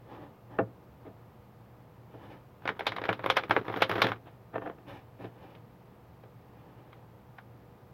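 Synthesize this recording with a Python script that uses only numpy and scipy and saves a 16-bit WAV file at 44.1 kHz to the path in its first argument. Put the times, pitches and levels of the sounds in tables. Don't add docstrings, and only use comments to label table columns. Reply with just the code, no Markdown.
import sys
import numpy as np
from scipy import signal
from scipy.fft import rfft, irfft, next_fast_len
from scipy.io import wavfile
from scipy.ndimage import map_coordinates

SR = 44100
rng = np.random.default_rng(int(sys.argv[2]) if len(sys.argv) > 2 else 0)


def master(y):
    cut = np.clip(np.atleast_2d(y).T, -1, 1)
    pcm = np.round(cut * 32767)
    wavfile.write(sys.argv[1], SR, pcm.astype(np.int16))


N = 349713

# t/s, level/dB, landing weight/dB, edge brightness/dB
SNAPS = [(2.656, -6, 3, -6.5), (2.6774, 1.5, -16, -4), (2.6911, 1.5, 2.5, -5.5), (2.795, -8.5, 7.5, 2),
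         (2.8084, -4, -2, -8.5), (2.8687, 2.5, -5, 10), (2.9211, -6, -0.5, -3), (2.9651, -6.5, -1, -1),
         (2.9847, -7, 0, -8), (3.0179, -9.5, 7, -4.5), (3.0399, -5.5, 1, -4), (3.055, -6.5, 3, -3),
         (3.0916, 5, 3, -7), (3.1296, -4, -7, 2), (3.194, -12.5, 9, -10), (3.2423, -6, 11, -3.5),
         (3.2623, 1.5, 6, -6.5), (3.3014, 8.5, -8, 5), (3.3686, 7, -12.5, 4.5), (3.3726, 7, -7, -10),
         (3.4368, -9, 4, 0), (3.4985, -8, 14, -5), (3.5099, 8.5, -2, -4.5), (3.5652, 6, 7, -12),
         (3.6825, -8.5, 11, -5.5), (3.701, -11.5, 11.5, -17), (3.7418, -7, 6, -11), (3.7625, -10, 9.5, -1),
         (3.7742, -6, 7.5, -6.5), (3.822, 10.5, -4.5, 4), (3.897, -2, 7, 0.5), (3.9153, 0.5, 4.5, -5),
         (3.956, -7, 2.5, -2), (3.9818, -2, 6, -9.5), (4.0197, 9, -8.5, 9), (4.045, 1.5, 10.5, -1.5),
         (4.069, 0, -5.5, 1.5), (4.0879, -6, -2.5, -4), (4.119, 0, -12.5, -6)]
# t/s, level/dB
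CARD_FLOW = [(2.62, -53.5), (2.76, -54), (2.95, -49.5), (3.06, -46.5), (3.17, -57), (3.24, -44),
             (3.412, -44), (3.47, -50.5), (3.539, -37.5), (3.63, -44.5), (3.79, -34.5), (3.871, -48),
             (3.93, -31), (4.06, -33), (4.12, -39), (4.17, -52)]
# t/s, level/dB
FLICKS = [(2.797, -35.5), (3.093, -41), (3.1295, -38), (3.2622, -28), (3.496, -32.5), (3.775, -37),
          (3.893, -29.5), (3.915, -30.5)]
# t/s, level/dB, f/Hz
BOOMS = [(3.565, -38.5, 109), (3.984, -37.5, 93), (4.017, -42, 93), (4.05, -37, 112), (4.097, -36.5, 112.6)]
# t/s, level/dB, scrape time/s
FLAPS = [(4.544, -6, 0.0054), (4.5599, 2.5, 0.0055), (4.582, -7.5, 0.00074), (4.621, -8.5, 0.0048),
         (4.662, -5, 0.0039), (4.675, -4, 0.0029), (4.6992, -7, 0.0016), (4.786, -18.5, .003)]
# t/s, level/dB, bass/dB, edge brightness/dB, scrape time/s
KNOCKS = [(0.589, 9.5, -6.5, -6, 0.0012), (1.065, -20.5, 2, 12, 0.025), (2.141, -26, 7, 5, 0.0023),
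          (4.273, -19, -6, 17, 0.022), (5.194, -28.5, 7.5, 8, 0.0041), (5.245, -14, 0.5, 20, 0.0024)]
# t/s, level/dB, weight/dB, edge brightness/dB
CLICKS = [(5.5524, -27.5, 5.5, 4), (6.2376, -30, 18, 0), (6.9302, -22.5, -11, -2.5), (7.3862, -15, -16, -8)]
# t/s, length/s, table rub/dB, card rub/dB
STROKES = [(0.044, 0.19, -48, -69), (0.489, 0.076, -51, -81), (2.076, 0.28, -55, -68),
           (4.59, 0.1, -48.5, -87), (4.84, 0.13, -51.5, -61), (5.182, 0.076, -49.5, -64),
           (5.302, 0.26, -57.5, -70.5), (6.3, 0.686, -62, -78.5)]

# f/Hz, relative level/dB
CARD_EQ = [(40, -30.5), (100, -12.5), (300, -1.5), (700, 3), (1300, 2), (2200, 1), (2800, -6), (3700, -10),
           (4500, -18), (5500, -25.5), (7000, -41), (8800, -46.5), (11300, -35.5), (16000, -48)]
RUSTLE_EQ = [(60, -19.5), (180, 8.5), (400, 0.5), (900, 9.5), (2000, 2), (3700, -10.5), (5500, -22),
             (8000, -46), (11500, -27), (16000, -25)]
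ZIP_EQ = [(1000, -50), (6000, -22), (9000, -14), (11500, 0), (16000, -5)]
PACK_EQ = [(40, -30), (100, -7), (200, 0), (450, 0), (750, -1.5), (1100, -7.5), (1600, -11.5),
           (2700, -26.5), (3800, -41), (6000, -70), (16000, -68)]
TABLE_RUB_EQ = [(60, -19), (200, -4), (420, -5), (900, -9.5), (1600, -18.5), (3000, -32), (8000, -63)]
CARD_RUB_EQ = [(200, -15), (900, 1), (1800, 6.5), (2600, 5), (3500, -4), (5000, -13), (7500, -27.5),
               (12000, -19), (16000, -25.5)]
AIR_EQ = [(22, -25.5), (40, -20), (62, -7.5), (120, -3), (200, -6.5), (260, -12.5), (400, -12.5),
          (480, -14.5), (600, -15), (880, -15.5), (1400, -25), (2500, -32.5), (5000, -43), (9000, -56.5)]
HISS_EQ = [(2000, -11.5), (9000, -10.5), (10500, -8.5), (12500, -3), (16000, -1.5)]

# f/Hz, width/Hz, boost or cut/dB
BODY_MODES = [(111.3, 27, 14.5), (147, 22, -11.5), (192, 26, 3), (229.7, 21.4, -10.5), (439.4, 21, 5),
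              (527, 21, 6.5), (588, 20, -4), (803, 66, 2.5), (1223, 18.4, 2.5), (1950, 370, -5),
              (2370, 100, -1), (2700, 560, -4.5), (3254, 1200, 2.5), (4430, 310, -4)]
THUD_MODES = [(302, 133, 6.5), (462, 67, 4), (583, 30, -14.5), (674, 64, 10), (1330, 75, -0.5),
              (1790, 80, 9), (2700, 84, 8)]
# f/Hz, level/dB
HUM_TONES = [(119, -60.5), (484.5, -70.5), (1227, -78)]
# f/Hz, t60/s
ROOM_DECAY = [(100, 0.17), (260, 0.25), (700, 0.089), (1800, 0.096), (5000, .095), (13000, 0.079)]


def clumps(thick_db=1.5, lead_s=.0095, trail_s=.0037, scatter=.4):
    thick = [row for row in SNAPS if row[1] > thick_db]
    early, late = 1 + scatter * rng.uniform(-1, 1, (len(SNAPS), 2)).T
    ahead = [(s - lead_s * stretch, db - 20, weight_db, -2.5)
             for (s, db, weight_db, _), stretch in zip(thick, early)]
    behind = [(s + trail_s * stretch, db - 7, weight_db, edge_db)
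              for (s, db, weight_db, edge_db), stretch in zip(thick, late)]
    return card_snaps(SNAPS + ahead + behind)


def card_snaps(snaps, scrape_s=.0011, slap_share=.16):
    rows = [(s, db, scrape_s, weight_db, slap_share * weight_db, edge_db)
            for s, db, weight_db, edge_db in snaps]
    return amp(-1) * contacts(rows, CARD_EQ, BODY_MODES, bands_hz=[330, 850, 1900, 4200, 7500],
                              scrape_db=-8, room_db=-2.5, punch=.56, fizz_share=.98, flex_hz=2360)


def single_cards(ticks_per_s=45, spread_db=2, weight_db=8.5, edge_db=-5):
    s, levels = np.transpose(CARD_FLOW)
    flow_db = lambda t: np.interp(t, s, levels, left=-120, right=-120)
    rustle = amp(flow_db(np.arange(N) / SR)) * friction(RUSTLE_EQ, 290, spread_db=2.5, smooth_db=-13.5)
    beats = np.arange(s[0], s[-1], 1 / ticks_per_s)
    late, loud, bright = rng.uniform(-1.1, 1, (len(beats), 3)).T
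    times = np.clip(beats + .5 * late / ticks_per_s, s[0], s[-1])
    ticks = [(t, flow_db(t) + 23.5 + accent_db, weight_db, edge_db + bite_db)
             for t, accent_db, bite_db in zip(times, spread_db * loud, spread_db * bright)]
    return card_snaps(ticks) + amp(-7) * rustle


def corner_flicks(scrape_s=.0012):
    rows = [(s, db, scrape_s, 0) for s, db in FLICKS]
    return contacts(rows, ZIP_EQ, BODY_MODES, bands_hz=[2000, 4000, 10000],
                    scrape_db=-4, room_db=-7, punch=.1, fizz_share=0)


def table_top(t60_s=.23, attack_s=.0088):
    t, out = np.arange(SR // 2) / SR, np.zeros(N)
    for s, db, hz in BOOMS:
        envelope = amp(db - 60 * t / t60_s) * (1 - np.exp(-t / attack_s))
        out[round(s * SR):][:len(t)] += envelope * np.sin(2 * np.pi * hz * t)
    return out


def bridge(bass_db=-6.5, edge_db=3.5):
    rows = [(s, db, scrape_s, bass_db, edge_db) for s, db, scrape_s in FLAPS]
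    return amp(.5) * contacts(rows, PACK_EQ, BODY_MODES + THUD_MODES, bands_hz=[400, 1400, 3800, 9000],
                              scrape_db=-2.5, room_db=-5.5, punch=3.8, fizz_share=.6)


def pack_knocks(rock_s=.0053, loss_db=1.86, bass_step_db=3):
    rows = [(s + k * rock_s, db - loss_db * k ** 2, scrape_s, bass_db + k * bass_step_db, edge_db)
            for s, db, bass_db, edge_db, scrape_s in KNOCKS for k in range(3)]
    return contacts(rows, PACK_EQ, BODY_MODES + THUD_MODES, bands_hz=[500, 1400, 3800, 9000],
                    scrape_db=-10, room_db=-5, punch=.35, fizz_share=.6)


def grip_clicks():
    return card_snaps(CLICKS, scrape_s=.003)


def sliding(rise_share=.46, release_s=.035):
    t, drag, hiss = np.arange(N) / SR, np.zeros(N), np.zeros(N)
    for s, length, table_db, card_db in STROKES:
        swell = np.clip((t - s) / (rise_share * length), 0, 1)
        stroke = swell * np.exp(-np.maximum(t - s - length, 0) / release_s)
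        drag += amp(table_db) * stroke
        hiss += amp(card_db) * stroke
    table = drag * friction(TABLE_RUB_EQ, 270, spread_db=1.5, smooth_db=3)
    faces = hiss * friction(CARD_RUB_EQ, 380, spread_db=6.5, smooth_db=3)
    pressure_db = 1.5 * wobble(25)
    return amp(2.5 + pressure_db) * (table + faces)


def contacts(rows, eq, modes, bands_hz, scrape_db, room_db, punch, fizz_share, flex_hz=None):
    size, lead = 8192, SR // 50
    hz, t = np.fft.rfftfreq(size, 1 / SR), (np.arange(size) - lead) / SR
    colour = unit(amp(along(eq, hz) + peaks_db(modes, hz)))
    tails, grits = room_tails(len(rows), size), rng.standard_normal((len(rows), size))
    detunes = np.exp(.08 * rng.standard_normal(len(rows)))
    out = np.zeros(N + 2 * size)
    for (s, db, scrape_s, *low_db, edge_db), detune, tail, grit in zip(rows, detunes, tails, grits):
        direct = amp(scrape_db) * grit * np.exp(-np.abs(t) / scrape_s)
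        direct[lead] += amp(punch * db)
        force = direct / np.linalg.norm(direct) + amp(room_db) * np.roll(tail, lead)
        fizz_db = fizz_share * min(edge_db, 7)
        tilt = amp(along(list(zip(bands_hz, [*low_db, 0, edge_db, fizz_db])), hz))
        ring = 1
        if flex_hz:
            ring_hz = flex_hz * detune * 2 ** (edge_db / 12)
            ring = amp(peaks_db([(ring_hz, .14 * ring_hz, 2.5)], hz))
        body = rfft(force) * causal(colour * ring)
        hit = irfft(body * causal(tilt)) / np.linalg.norm(irfft(body))
        out[round(s * SR) - lead:][:size] += amp(db) * hit
    return out[:N]


def friction(eq, slips_per_s, spread_db, smooth_db):
    slips = (rng.random(N) < slips_per_s / SR) * rng.choice([-1, 1], N)
    strength = amp(spread_db * np.clip(rng.standard_normal(N), -2, 2))
    force = unit(slips * strength) + amp(smooth_db) * rng.standard_normal(N)
    room = signal.fftconvolve(force, room_tails(count=1, size=8192)[0])[:N]
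    return unit(filtered(force + room, lambda hz: amp(along(eq, hz) + peaks_db(BODY_MODES, hz))))


def room_tails(count, size):
    hz, t, noise = signal.stft(rng.standard_normal((count, size)), SR, nperseg=256)
    decay = amp(-60 * t / along(ROOM_DECAY, hz)[:, None])
    tails = signal.istft(noise * decay, SR, nperseg=256)[1][:, :size]
    return tails / np.linalg.norm(tails, axis=1, keepdims=True)


def background(air_db=-55.5, hiss_db=-75):
    t, hum = np.arange(N) / SR, np.zeros(N)
    air = unit(filtered(rng.standard_normal(N), lambda hz: amp(along(AIR_EQ, hz))))
    hiss = unit(filtered(rng.standard_normal(N), lambda hz: amp(along(HISS_EQ, hz))))
    for hz, db in HUM_TONES:
        level = np.sqrt(2) * amp(db + 1.7 * wobble(14))
        hum += level * np.sin(2 * np.pi * hz * t + 1.14 * wobble(6.5))
    return amp(air_db) * air + amp(hiss_db) * hiss + hum


def amp(db):
    return 10 ** (np.asarray(db) / 20)


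def unit(x):
    return x / np.sqrt(np.mean(x ** 2) + 1e-20)


def along(points, hz):
    f, values = np.transpose(points)
    return np.interp(np.log(hz + 1), np.log(f), values)


def peaks_db(modes, hz):
    return sum(db / (1 + (2 * (hz - centre) / width) ** 2) for centre, width, db in modes)


def wobble(knots_per_s):
    knots = rng.standard_normal(int(N * knots_per_s / SR) + 4)
    return map_coordinates(knots, [np.arange(N) * knots_per_s / SR])


def filtered(x, response):
    size = next_fast_len(N + SR // 2)
    return irfft(rfft(x, size) * response(np.fft.rfftfreq(size, 1 / SR)), size)[:N]


def causal(gain):
    cepstrum = irfft(np.log(np.maximum(gain, 1e-6)))
    half = len(cepstrum) // 2
    cepstrum[1:half] *= 2
    cepstrum[half + 1:] = 0
    return np.exp(rfft(cepstrum))


def scene():
    handling = pack_knocks() + bridge() + grip_clicks() + sliding()
    bed = background()
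    riffle = clumps() + corner_flicks() + table_top() + single_cards()
    return (handling + bed + riffle)[None]


def record(dry, top_hz=16000):
    return filtered(dry[0], lambda hz: hz < top_hz)[None]


dry = scene()
out = record(dry)
master(out)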